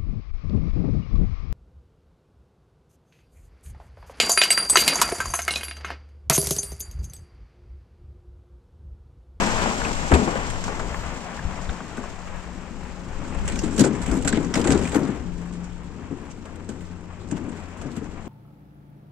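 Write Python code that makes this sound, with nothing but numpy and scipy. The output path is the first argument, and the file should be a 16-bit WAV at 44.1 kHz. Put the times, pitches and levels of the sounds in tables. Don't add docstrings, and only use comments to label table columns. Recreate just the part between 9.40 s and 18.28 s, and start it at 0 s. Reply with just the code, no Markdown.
import sys
import numpy as np
from scipy import signal
from scipy.fft import rfft, irfft
from scipy.io import wavfile
from scipy.ndimage import uniform_filter1d, map_coordinates

SR = 44100
rng = np.random.default_rng(int(sys.argv[2]) if len(sys.argv) > 2 else 0)


def bounce(signal):
    frames = np.transpose(np.atleast_2d(signal))
    limited = np.clip(frames, -1, 1)
    pcm = np.round(limited * 32767).astype(np.int16)
    wavfile.write(sys.argv[1], SR, pcm)


N = 391608
T = np.arange(N) / SR
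HZ = np.maximum(np.arange(N // 2 + 1) * SR / N, 1)

# frequency_hz, density_db [dB per Hz]
GRAVEL_SPECTRUM = [(50, -35), (100, -8.5), (200, 0.5), (330, -8.5), (500, -4), (950, -3), (1400, -7.5),
                   (2600, -14), (3300, -22.5), (4200, -38), (6500, -58), (10000, -100)]
# frequency_hz, density_db [dB per Hz]
GRIT_SPECTRUM = [(1500, -12), (3000, -2), (4200, -4), (5600, -3), (6500, -3), (7400, 1), (8400, -7.5),
                 (9800, -24.5), (11500, -23.5), (13000, -29), (15800, -46)]
# frequency_hz, density_db [dB per Hz]
RUMBLE_SPECTRUM = [(20, -73), (40, -32), (60, 3), (75, 7.5), (120, 2), (200, -40), (400, -110)]
# start_s, peak_db, pitch_hz
SHORT_RINGS = [(0.416, -14, 1520), (0.449, -16, 2570), (0.453, -19, 1380), (0.717, -17, 1500),
               (0.744, -17, 2600), (0.877, -11, 930), (1.28, -21, 990), (1.3958, -17, 1365),
               (1.543, -16.5, 1317), (1.9914, -21.5, 1650), (2.2915, -28, 3560), (2.2927, -23, 1500),
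               (2.4044, -22.5, 1030), (2.5784, -23.5, 1410), (2.6379, -22.5, 1060), (4.19, -30, 2740),
               (4.363, -28, 7240), (4.379, -27, 1600), (4.393, -16, 8060), (4.406, -12, 7000),
               (4.849, -20, 7300), (4.877, -16, 7900), (4.9, -31, 7200), (4.926, -21, 7700),
               (4.928, -14.5, 1510), (5.14, -15.5, 5550), (5.142, -24, 3240), (5.215, -27, 5000),
               (5.276, -25, 7640), (5.323, -24, 7530), (5.493, -25, 8000), (5.453, -23, 2408),
               (7.912, -33, 1590)]
# time_s, level_db
SHAKE_LEVEL = [(0.0, -33.5), (0.64, -42.5), (1.66, -43), (1.9, -44.5), (2.9, -45), (3.61, -44.5),
               (4.08, -36.5), (4.35, -34), (4.62, -36.5), (4.95, -34), (5.09, -35.5), (5.44, -30),
               (5.81, -40), (6.5, -43.5), (7.6, -45), (8.06, -41.5), (8.35, -41), (8.6, -41), (8.88, -42)]
# time_s, speed_hz
CRANK_SPEED = [(0, 29.9), (5.5, 29.5), (5.85, 28.64), (6.1, 29.25), (6.46, 29.04), (6.54, 31.6),
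               (6.72, 28.45), (7.8, 29.48), (8.88, 29)]
# time_s, level_db
HUM_LEVEL = [(2.6, -51), (3.3, -46), (5.4, -44), (5.75, -56), (5.87, -36.5), (6.4, -40), (6.58, -44.5),
             (6.68, -57), (7.25, -54), (7.4, -46.5), (7.9, -45.5), (8.05, -50.5), (8.88, -49)]
# centre_s, width_s, depth_db
LOW_HUM_DIP = (6.97, .15, -11)
# time_s, level_db
WIND_LEVEL = [(0.0, -31), (1.16, -31.5), (1.5, -32.5), (1.76, -34), (1.88, -42.5), (2.07, -29.5),
              (2.17, -38.5), (2.3, -31.5), (2.4, -40.5), (3.46, -39), (4.03, -27.5), (4.53, -34),
              (4.75, -29), (6.1, -40), (6.75, -41.5), (8.88, -44)]
# frequency_hz, density_db [dB per Hz]
WIND_SPECTRUM = [(8.8, -35), (15, 7), (32, -2.5), (59, -2.5), (113, -12), (172, -10), (200, -9), (260, -55),
                 (440, -120)]
# start_s, reference_db, struck_panel_hz
BOX_JOLTS = [(0.462, -20.5, 270), (0.711, -13.5, 315), (0.731, -7, 262), (0.746, -14, 350),
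             (0.792, -17, 225), (0.816, -15.5, 264), (0.87, -20, 345), (1.263, -26.5, 256),
             (2.411, -27, 277), (2.577, -25, 250), (4.128, -28, 240), (4.235, -18.0, 310),
             (4.259, -23, 241), (4.28, -25, 230), (4.385, -11, 261), (4.398, -7.5, 204), (4.41, -5.5, 292),
             (4.44, -12, 322), (4.492, -23, 214), (4.679, -17, 260), (4.722, -14.5, 292), (4.743, -15, 260),
             (4.768, -16.5, 250), (4.852, -15.5, 298), (4.931, -14.5, 237), (4.972, -10.5, 293),
             (5.001, -21, 298), (5.162, -14, 282), (5.195, -13, 243), (5.257, -13, 346), (5.284, -8, 279),
             (5.315, -12.5, 246), (5.329, -17, 255), (5.355, -11.5, 276), (5.554, -9, 304),
             (5.627, -18, 282), (5.689, -16.4, 251), (6.711, -22.5, 284), (7.292, -23, 263),
             (7.921, -17, 294), (8.077, -25, 270), (8.453, -22, 277.8), (8.57, -23.5, 245),
             (8.617, -22.5, 271)]
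# centre_hz, width_hz, gain_db
PANEL_MODES = [(133.4, 42, -4), (177, 32.4, -0.5), (223, 29.7, 0.5), (252, 24.6, 2.5), (284, 47.5, -1),
               (360.4, 51, -4), (402.6, 39.6, -5), (501, 101, -10.5), (703, 780, -22)]
# start_s, reference_db, knock_over_reference_db
SLAMS = [(0.4494, -28.5, 17), (0.7154, -25.5, 25.5), (0.7393, -8, 6), (0.875, -30, 19.5), (0.9544, -25, 12),
         (1.0994, -20, -15), (1.2394, -19, -11), (1.28, -26.5, 12.5), (1.395, -25, 9.5), (1.542, -34, 10),
         (1.99, -49, 5), (2.2144, -30.5, 7), (2.2902, -32.5, 7), (2.5718, -29, 7.5), (4.0537, -28, -6),
         (4.078, -17, -7), (4.1205, -24.5, -10), (4.157, -25, -4), (4.1893, -22.5, -8), (4.2168, -32, 1),
         (4.2344, -22.5, -6), (4.362, -32, -18), (4.3794, -16, 0), (4.3933, -5, -10), (4.4094, -13, -15),
         (4.4394, -17, 7.5), (4.617, -20.5, -21), (4.6614, -21.5, -15), (4.7134, -17.5, 1),
         (4.7526, -25, -2), (4.848, -17.5, -1), (4.875, -9.5, -11), (4.9257, -16, 0), (5.1397, -11.5, -3.5),
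         (5.1544, -12.5, 1), (5.1744, -16, 4), (5.2145, -24, -11), (5.2425, -18.5, 5.5), (5.2729, -12, -2),
         (5.3044, -15.5, 4), (5.3205, -14.5, 2), (5.4535, -25, -19), (5.4926, -29.5, -20),
         (5.5238, -23.5, 6), (5.5452, -23, 12.5), (5.556, -19.5, 4), (6.2417, -33.5, -13),
         (6.9042, -37, -10), (7.055, -36, 10.5), (7.2893, -30.5, -3), (7.4076, -35, -1), (7.912, -28, -1),
         (7.9678, -32, 6), (8.4143, -28, 5), (8.16, -39, 5), (8.565, -29, -1)]
# frequency_hz, density_db [dB per Hz]
CLANG_SPECTRUM = [(880, -42), (1500, 5.5), (1690, -1.5), (2820, -2.5), (4220, -8.5), (5780, -6.5),
                  (7770, 1), (9850, -21.5), (11600, -24), (13200, -28), (13900, -55), (15800, -39)]
# frequency_hz, density_db [dB per Hz]
KNOCK_SPECTRUM = [(150, -65), (400, 17), (700, 13), (1500, 6.5), (2400, -2.5), (4000, -28), (9000, -95)]
# start_s, peak_db, pitch_hz, t60_s
TYRE_THUDS = [(.727, -4, 75.6, 0.18), (2.051, -15, 59, 0.084), (2.288, -19.5, 60, 0.1),
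              (5.29, -23, 74.5, 0.98)]
# start_s, end_s, pitch_hz, level_db
THIN_TONES = [(1.47, 1.68, 13440, -63), (3.1, 4.5, 540, -52), (4.03, 4.23, 6480, -54)]
# frequency_hz, share [0-1]
PORT_LIKENESS = [(25, 0), (60, 1), (130, 0.92), (300, 1), (640, 0.81), (1400, 0.71), (3000, 0.09),
                 (6000, 0.21)]
# frequency_hz, left_over_right_db
LEFT_OVER_RIGHT = [(60, 12), (110, 8.5), (200, 11), (380, 8.5), (700, 8), (1290, 7), (2380, 3.5), (4400, 3),
                   (8120, -7), (15000, 4)]

SPEED_M_S, PASSES_S, BESIDE_M, DRIFT_M_S, TRAILER_BEHIND_M = 3.31, 0.088, 2.28, 0.26, 1.96
PORTS_APART_M, LEFT_LATE_S, SOUND_M_S = 0.12, .00007, 343
CALM_DB = -45
TYRES_1M_DB, TRAILER_TYRES_DB, FAR_HUSH_DB = -24.5, -5, -53.5
TYRES_PER_SHAKE, RUMBLE_PER_SHAKE = 0.56, 1
GRIT_DB, GRIT_PER_CRUNCH, RUMBLE_DB = -56.5, 1.15, -53
PINGS, PING_DB, PING_LOW_HZ, PING_OCTAVES = 250, 7, 701.5, 2.2
SHORT_RING_T60_S = 0.022
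LOW_HUM_DB, LOW_HUM_SWELL_DB_S, LOW_HUM_JUMPS_S, LOW_HUM_AFTER_DB = -44.5, 1, 6.5, -44.5
CREST_DB = 9
PUSH_DB, LOAD_DB, SHUDDER_DB = 18.5, -14, -1.5
PANEL_RING_DB, PANEL_RING_T60_S = 7, 0.067
SMALL_RATTLES, SMALL_SPREAD_DB, SMALL_KNOCK_DB = 450, 3, -6.5
SMALL_OVER_SHAKE_DB, SMALL_PER_SHAKE = -50.5, 1.58
CLANG_PATCHY_DB, CHATTER_DB = 3, 3
CRACK_DB, CRACK_LOW_HZ, CRACK_HIGH_HZ = 4.5, 600, 3960
TOP_HZ = 15850


def undb(db):
    return 10 ** (np.asarray(db) / 20)


def unit(x):
    return x / np.sqrt(np.mean(x ** 2))


def shape(table):
    hz, value = np.transpose(table)
    return np.interp(np.log(HZ), np.log(np.maximum(hz, 1)), value)


def colour(x, table):
    return unit(irfft(rfft(x) * undb(shape(table)), N))


def curves(table):
    s, *columns = np.transpose(table)
    return [np.interp(T, s, c) for c in columns]


def noise():
    return rng.standard_normal((2, N))


def walk(rate):
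    hold = int(SR / rate)
    steps = np.repeat(rng.standard_normal(N // hold + 1), hold)
    return 1.61 * uniform_filter1d(uniform_filter1d(steps, hold), hold)[:N]


def bursts(times, peak_db, t60, rise, tail_db=-90):
    t = T[:int(SR * 3 * t60)]
    onset = (1 - np.exp(-t / rise)) ** 2
    fall, tail = undb(-120 * t / t60), undb(-40 * t / t60)
    power = np.zeros(N + len(t))
    for s, db, after_db in np.broadcast(times, peak_db, tail_db):
        start = int(s * SR)
        power[start:start + len(t)] += undb(2 * db) * onset * (fall + undb(2 * after_db) * tail)
    return np.sqrt(power[:N])


def stones(rate, spread_db, tail):
    sizes = undb(spread_db * np.minimum(rng.exponential(size=N), 3))
    hits = (rng.random(N) < rate / SR) * sizes
    decayed = signal.lfilter([1], [1, -np.exp(-1 / (tail * SR))], hits)
    return unit(uniform_filter1d(decayed, size=24))


def rings(times, peak_db, hz, t60, rise, wobble):
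    out = np.zeros(N + SR)
    for s, db, f, fade in np.broadcast(times, peak_db, hz, t60):
        i = int(s * SR)
        t = T[:int(SR * min(fade, .9))][:N - i]
        envelope = undb(db - 60 * t / fade) * (1 - np.exp(-t / rise))
        out[i:i + len(t)] += envelope * np.sin(2 * np.pi * f * t + wobble[i:i + len(t)])
    return out[:N]


def tyres(truck_m, trailer_m, shake_db):
    rough_db = shake_db - CALM_DB
    near = np.hypot(1 / truck_m, undb(TRAILER_TYRES_DB) / trailer_m)
    crunch_db = 20 * np.log10(np.hypot(undb(TYRES_1M_DB) * near, undb(FAR_HUSH_DB)))
    crunch_db = crunch_db + TYRES_PER_SHAKE * rough_db
    grit_db = GRIT_DB + GRIT_PER_CRUNCH * (crunch_db - CALM_DB)
    ground = walk(9.1)
    crack = stones(150, 3.6, 0.0039)
    crunch = colour(noise() * (1 + 0.24 * crack) * undb(.5 * ground + 1.65 * walk(16)), GRAVEL_SPECTRUM)
    grains = stones(110, 1.0, 0.0075)
    grit = colour(noise() * (1 + 0.35 * grains) * undb(.5 * ground + 0.36 * walk(24.47)), GRIT_SPECTRUM)
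    rumble = colour(noise(), RUMBLE_SPECTRUM)

    when, pitch, size = rng.random((PINGS, 3)).T
    ping_hz = PING_LOW_HZ * 2 ** (PING_OCTAVES * pitch)
    ping_db = crunch_db[(when * N).astype(int)] + PING_DB + 6.1 * size
    ping_db += shape(GRAVEL_SPECTRUM)[(ping_hz * N / SR).astype(int)]
    pings = np.transpose([when * N / SR, ping_db, ping_hz])
    short_rings = rings(*np.vstack([SHORT_RINGS, pings]).T, SHORT_RING_T60_S, 0.0015, 1.07 * walk(900))
    bed = crunch * undb(crunch_db) + grit * undb(grit_db)
    return bed + rumble * undb(RUMBLE_DB + RUMBLE_PER_SHAKE * rough_db) + short_rings


def engine():
    turn = 2 * np.pi * np.cumsum(curves(CRANK_SPEED)[0]) / SR
    after = 1 / (1 + np.exp((LOW_HUM_JUMPS_S - T) / 0.05))
    dip_s, width_s, dip_db = LOW_HUM_DIP
    dip = dip_db * np.exp(-((T - dip_s) / width_s) ** 2)
    second = (1 - after) * undb(LOW_HUM_DB - LOW_HUM_SWELL_DB_S * (LOW_HUM_JUMPS_S - T))
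    third = after * undb(LOW_HUM_AFTER_DB + dip)
    sixth = undb(curves(HUM_LEVEL)[0])
    hum = np.zeros(N)
    for order, gain in [(2, second), (3, third), (6, sixth)]:
        level = np.sqrt(2) * gain * undb(1.67 * walk(14))
        hum += level * np.sin(order * turn + 0.045 * order * walk(10))
    return hum


def wind():
    return colour(noise() * undb(1.14 * walk(12)), WIND_SPECTRUM) * undb(curves(WIND_LEVEL)[0])


def box(shake_db):
    s, db, hz = np.transpose(BOX_JOLTS)
    shudder = bursts(s - .009, db + SHUDDER_DB - CREST_DB, 0.17, 0.0026, tail_db=-4.5)
    drive = noise() * (shudder + undb(shake_db + 2.16 * walk(14)))
    push = np.zeros(N)
    push[((s - .004) * SR).astype(int)] = undb(db + PUSH_DB)
    drive = drive + irfft(rfft(push) / (1 + 1j * HZ / 500) ** 2, N)

    panels = 0
    for k, (f, width, gain_db) in enumerate(PANEL_MODES):
        detuning = (HZ / f - f / HZ) * f / width
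        panels = panels + (-1) ** k * undb(gain_db) / (1 + 1j * detuning)
    panels = panels * 1j * HZ / (110 + 1j * HZ) / (1 + 1j * HZ / 1200) ** 2
    panels = panels / np.sqrt(np.mean(abs(panels) ** 2))
    struck = rings(s, db + PANEL_RING_DB, hz, PANEL_RING_T60_S, 0.0073, 0.48 * walk(60))
    return irfft(rfft(drive) * panels, N) + struck


def patchy(x, db, rate):
    place = np.clip(2 * np.log2(HZ / 1000), 0, 7)
    spectrum = rfft(x)
    out = 0
    for k in range(8):
        band = irfft(spectrum * np.maximum(1 - abs(place - k), 0), N)
        out = out + band * undb(db * walk(rate))
    return out


def fittings(shake_db):
    when, size = rng.random((SMALL_RATTLES, 2)).T
    rough_db = shake_db[(when * N).astype(int)] - CALM_DB
    small_db = SMALL_OVER_SHAKE_DB + SMALL_PER_SHAKE * rough_db - SMALL_SPREAD_DB * np.log(1 - .9 * size)
    small = np.transpose([when * N / SR, small_db, np.full(len(when), SMALL_KNOCK_DB)])
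    s, db, knock_db = np.vstack([SLAMS, small]).T

    clang = patchy(colour(noise(), CLANG_SPECTRUM), CLANG_PATCHY_DB, 30)
    clang = clang * bursts(s, db - CREST_DB, 0.067, 0.00037, tail_db=-6.0)
    clang = clang * (0.31 + 0.32 * stones(250, CHATTER_DB, 0.005))

    slam = bursts(s, db + knock_db - CREST_DB, 0.12, 0.0021, tail_db=-4.0)
    jolt_s, jolt_db, _ = np.transpose(BOX_JOLTS)
    load = bursts(jolt_s, jolt_db + LOAD_DB, 0.096, 0.0021)
    knock = colour(noise(), KNOCK_SPECTRUM) * np.hypot(slam, load)
    knock = knock * (0.41 + 0.19 * stones(150, 3.6, 0.0063))

    contact = np.zeros(N)
    contact[(s * SR).astype(int)] = undb(db + np.clip(knock_db, -10, 10) + CRACK_DB)
    band = signal.butter(2, [CRACK_LOW_HZ, CRACK_HIGH_HZ], "band", fs=SR, output="sos")
    return clang + knock + signal.sosfilt(band, contact)


def thuds():
    return rings(*np.transpose(TYRE_THUDS), 0.0016, np.zeros(N))


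def thin_tones():
    out = np.zeros(N)
    for start, end, hz, db in THIN_TONES:
        swell = np.sin(np.pi * np.clip((T - start) / (end - start), 0, 1)) ** 2
        out += undb(db + 2 * walk(30.48)) * swell * np.sin(2 * np.pi * hz * T + 0.5 * walk(90))
    return out


def scene():
    shake_db = curves(SHAKE_LEVEL)[0]
    ahead, beside = SPEED_M_S * (T - PASSES_S), BESIDE_M - DRIFT_M_S * T
    truck_m = np.hypot(ahead, beside)
    trailer_m = np.hypot(ahead - TRAILER_BEHIND_M, beside)
    rig = tyres(truck_m, trailer_m, shake_db) + engine() + box(shake_db) + fittings(shake_db)
    direct, scattered = rig + thuds() + thin_tones() + wind()

    left_late = LEFT_LATE_S - PORTS_APART_M / SOUND_M_S * beside / trailer_m
    shifted = map_coordinates(direct, [np.arange(N) + left_late * SR], order=3, mode="nearest")
    like = shape(PORT_LIKENESS)
    right = like * rfft(shifted) + np.sqrt(1 - like ** 2) * rfft(scattered)
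    ratio = undb(-shape(LEFT_OVER_RIGHT))
    gain = 2 / np.sqrt(1 + ratio ** 2 + 1.15 * like * ratio)
    return irfft(np.array([gain * rfft(direct), gain * ratio * right]), N)


def record(dry):
    rounded = np.tanh(1.051 * dry) / 1.117
    return signal.sosfilt(signal.ellip(10, .2, 80, TOP_HZ, fs=SR, output="sos"), rounded)


dry = scene()
out = record(dry)
bounce(out)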